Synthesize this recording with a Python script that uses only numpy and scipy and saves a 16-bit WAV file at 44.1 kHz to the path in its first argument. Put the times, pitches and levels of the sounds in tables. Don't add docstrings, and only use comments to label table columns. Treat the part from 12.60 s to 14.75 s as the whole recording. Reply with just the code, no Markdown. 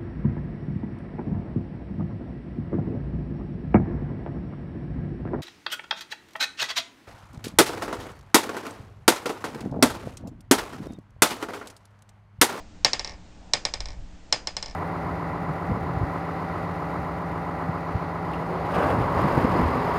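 import sys
import numpy as np
from scipy import signal
from scipy.fft import rfft, irfft
from scipy.io import wavfile

SR = 44100
rng = np.random.default_rng(int(sys.argv[2]) if len(sys.argv) > 2 else 0)


def amplitude_ratio(level_db):
    exponent = np.asarray(level_db, float) / 20
    return 10 ** exponent


def wav_out(sig):
    wavfile.write(sys.argv[1], SR, np.round(np.clip(np.atleast_2d(sig).T, -1, 1) * 32767).astype(np.int16))


N = 94815


def read_spectrum(points, hz):
    point_hz, point_db = np.transpose(points)
    return np.interp(np.log(hz + 1), np.log(point_hz + 1), point_db)


def gain_over_time(points):
    point_s, point_db = np.transpose(points)
    return amplitude_ratio(np.interp(np.arange(N) / SR, point_s, point_db))


def shaped_noise(spectrum):
    hz = np.fft.rfftfreq(N, 1 / SR)
    inside = (hz > spectrum[0][0]) & (hz < spectrum[-1][0])
    shape = amplitude_ratio(read_spectrum(spectrum, hz)) * inside
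    noise = irfft(rfft(rng.standard_normal(N)) * shape, N)
    return noise / np.sqrt(np.mean(noise ** 2) + 1e-20)


def recorder_hiss():
    # f/Hz, density/dB per Hz
    hiss_spectrum = [(88, -49), (150, -24), (169, -1), (304, -10), (380, -15), (840, -15.5), (981, -19),
                     (7240, -28.5), (9210, -41.5), (12000, -78), (20300, -120)]
    return amplitude_ratio(-54) * shaped_noise(hiss_spectrum)


def air_rumble():
    # f/Hz, density/dB per Hz
    rumble_spectrum = [(7.1, -22.5), (12, 12.5), (26, -8.5), (39, 3), (118, -12), (160, -19.5), (210, -62),
                       (350, -120)]
    # t/s, level/dB
    gust_levels = [(0, -45), (.2, -46), (.3, -46), (.55, -44), (.8, -47), (1.1, -45), (1.19, -36),
                   (1.3, -35), (1.4, -36), (1.48, -45), (1.6, -49), (1.75, -48), (1.9, -45), (2.15, -45)]
    return shaped_noise(rumble_spectrum) * gain_over_time(gust_levels)


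def hand_rustle():
    # t/s, level/dB
    stir_levels = [
        (0, -48),
        (.12, -84),
        (.55, -59.5),
        (.7, -68),
        (.9, -57),
        (1.4, -60.5),
        (1.55, -103),
        (1.7, -55.5),
        (2.15, -58),
    ]
    centre_hz, width_hz = 710, 600
    band = [(centre_hz - width_hz / 2, -6), (centre_hz, 0), (centre_hz + width_hz / 2, -6)]
    return shaped_noise(band) * gain_over_time(stir_levels)


def mains_hum():
    # f/Hz, level/dB rms
    hum_lines = [(60, -58.5), (120, -67), (180, -61.5), (240, -89.5), (300, -63.5)]
    t = np.arange(N) / SR
    hum = np.zeros(N)
    for hz, db in hum_lines:
        hum += np.sqrt(2) * amplitude_ratio(db) * np.sin(2 * np.pi * (hz * t + rng.random()))
    return hum


def struck_modes(t, hz, decay, db, rise_s):
    sign = (-1.) ** np.arange(len(hz))
    sines = np.sin(2 * np.pi * hz * t[:, None])
    dying = sign * amplitude_ratio(db) * np.exp(-decay * t[:, None]) * sines
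    return dying.sum(1) * (1 - np.exp(-t / rise_s)) ** 2


def decay_of(t60):
    return np.log(1000) / t60


def deck_click(t, deck, db):
    hz, width, mode_db = np.transpose(deck)
    dulling, thinning = .15, .12
    mode_db = mode_db + 20 * np.log10(width / 300)
    mode_db = mode_db + db * (dulling * (hz > 6500) + thinning * (hz < 4800))
    click = struck_modes(t, hz, np.pi * width, mode_db, 0.0009)
    return click / abs(click).max()


def table_knock(t):
    # f/Hz, t60/s, level/dB
    table_modes = [(111, 0.035, -13.5), (283.7, 0.057, -12), (467, 0.018, -5), (600, 0.021, 1),
                   (744.6, 0.039, -5.5), (930, 0.01, 6.5), (1153, 0.013, -7), (1510, 0.0084, -12),
                   (1788, 0.022, -2), (2227, 0.013, 5)]
    hz, t60, mode_db = np.transpose(table_modes)
    knock = struck_modes(t, hz, decay_of(t60), mode_db, 0.00039)
    return knock / abs(knock).max()


def room_tick(t):
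    impulse = np.arange(len(t)) == 0
    return impulse + struck_modes(t, np.array([5040.]), decay_of(.035), [-30], 1e-4)


def deck_ring(t):
    # f/Hz, t60/s, level/dB
    ring_modes = [
        (5005, .15, -34),
        (5080, .14, -35),
        (5060, .025, -16),
    ]
    hz, t60, mode_db = np.transpose(ring_modes)
    return struck_modes(t, hz, decay_of(t60), mode_db, 0.0012)


def bounce(t, deck, db, knock_db):
    wet_slope, ring_slope = .9, .8
    return [amplitude_ratio(db - 2.5) * deck_click(t, deck, db),
            amplitude_ratio(db + knock_db + 4.5) * table_knock(t),
            amplitude_ratio(wet_slope * db) * room_tick(t),
            amplitude_ratio(ring_slope * db) * deck_ring(t)]


def near_echoes(length):
    # delay/s, click level/dB, knock level/dB
    arrivals = [(0, -6.5, -2), (.0006, 3, -0.5), (.0019, -15.5, -9.5), (.0037, -15, -4.5),
                (.0047, -9.5, -10.5), (.0061, -19, -1), (.0092, -23.5, -4.5), (.0132, -17.5, -7.5),
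                (.0172, -34, -3), (.0202, -26.5, -11.5), (.031, -39, -17), (.036, -31, -9)]
    delay_s, click_db, knock_db = np.transpose(arrivals)
    taps = np.arange(length)[:, None] == np.round(delay_s * SR)
    taps = taps * (-1.) ** np.arange(len(delay_s))
    return [taps @ amplitude_ratio(click_db), taps @ amplitude_ratio(knock_db)]


def room_tail():
    # f/Hz, t60/s
    room_decay = [(200, 0.95), (600, 0.27), (1500, 0.31), (3700, 0.14), (5500, 0.28), (8000, 0.2)]
    # f/Hz, level/dB
    room_colour = [(150, -35), (400, -4), (800, -9), (1400, -8), (2300, -6), (3500, 0.5), (5200, -9),
                   (7000, -10.5), (9300, -24.5)]
    late_db, late_stretch, start_s = -23, 1.4, 0.0014
    length = SR // 2
    taps = np.zeros(length)
    at = np.arange(0, length - 8, 8)
    taps[at + rng.integers(0, 8, len(at))] = rng.choice([-1., 1.], len(at))
    hz, t, bands = signal.stft(taps, SR, nperseg=256)
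    fall_db = -60 * t / read_spectrum(room_decay, hz)[:, None]
    fall = amplitude_ratio(fall_db) + amplitude_ratio(late_db + fall_db / late_stretch)
    bands = bands * amplitude_ratio(read_spectrum(room_colour, hz))[:, None] * fall
    tail = signal.istft(bands, SR, nperseg=256)[1][:length]
    tail = tail * np.minimum(np.arange(len(tail)) / SR / start_s, 1) ** 2
    return amplitude_ratio(0.5) * tail / np.linalg.norm(tail)


def drop(bounces, deck):
    lead, length = SR // 10, 9000
    parts = np.zeros((4, N + SR))
    for s, db, knock_db in bounces:
        at = int(np.ceil(s * SR))
        t = (np.arange(length) + at - s * SR) / SR
        parts[:, lead + at:lead + at + length] += bounce(t, deck, db, knock_db)
    tail = room_tail()
    answers = near_echoes(len(tail)) + [tail]
    heard = signal.fftconvolve(parts[:3], answers, axes=1).sum(0)[:N + SR]
    return (heard + parts[3])[lead:lead + N]


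def scene():
    # t/s, click peak level/dB, table knock level/dB
    earlier_bounce = (-.045, -16, -9.5)
    first_drop = [(.2465, 4.5, -22.5), (.3318, -5, -23), (.3938, -12.5, -20.5), (.4456, -16.5, -20.5),
                  (.474, -22.5, -17.5), (.4941, -28, -13.5), (.5083, -36, -24), (.5185, -37, -8),
                  (.5258, -50, -12), (.5361, -43, -18), (.542, -51.5, 1)]
    second_drop = [
        (.9348, -0.5, -23),
        (1.051, -6.5, -21),
        (1.1376, -12.5, -21),
        (1.2039, -18, -20.5),
        (1.256, -24, -18),
        (1.285, -30, -14),
        (1.3039, -33.5, -13.5),
        (1.318, -40.5, -29),
        (1.3303, -42.5, -8),
    ]
    third_drop = [
        (1.725, -0.5, -23),
        (1.8713, -11, -21),
        (1.9665, -12.5, -21),
        (2.0259, -16, -21.5),
        (2.0589, -23, -18),
        (2.0814, -32, -11.5),
        (2.0973, -34.5, -22),
        (2.1097, -34.5, -12),
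        (2.1185, -52, -22),
        (2.129, -55, -14),
    ]
    # f/Hz, width/Hz, level/dB
    first_grip = [(1730, 130, -15), (2280, 1000, -15.5), (3120, 360, -17), (3480, 480, -8),
                  (3966, 250, -3.5), (4580, 280, -3.5), (5377, 470, 5.5), (6080, 380, -11.5),
                  (6825, 270, -8), (7560, 300, -25.5), (8190, 490, -13), (9300, 225, -25)]
    second_grip = [(1310, 240, -26), (1874, 380, -7), (2380, 130, -18.5), (2840, 670, -10),
                   (3620, 400, -10.5), (4026, 220, -2.5), (4930, 900, -41), (5278, 850, 9.5),
                   (6730, 530, -3), (7790, 120, -16), (8230, 130, -14), (9140, 490, -20)]
    third_grip = [(1510, 360, -8), (1820, 1100, -11), (2200, 500, -6), (3006, 123, -12), (3630, 130, -18),
                  (4194, 620, -1), (5080, 130, 1), (5258, 860, 5.5), (6770, 750, -4.5), (7530, 260, -21.5),
                  (8160, 730, -10), (9347, 240, -27.5)]
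    background = recorder_hiss() + air_rumble() + hand_rustle() + mains_hum()
    drops = drop([earlier_bounce], third_grip) + drop(first_drop, first_grip)
    drops = drops + drop(second_drop, second_grip) + drop(third_drop, third_grip)
    return (drops + background)[None]


def low_pass(x):
    return signal.sosfilt(signal.butter(12, 9360, fs=SR, output="sos"), x)


def record(dry):
    preamp_limit, edge_hz, ceiling = 1.13, 10680, 1.15
    soft = preamp_limit * np.tanh(dry / preamp_limit)
    band_limit = signal.cheby2(12, 70, edge_hz, fs=SR, output="sos")
    narrow = signal.sosfilt(band_limit, soft)
    mix = np.clip(narrow - .002, -ceiling, ceiling)
    return low_pass(mix)


dry = scene()
out = record(dry)
wav_out(out)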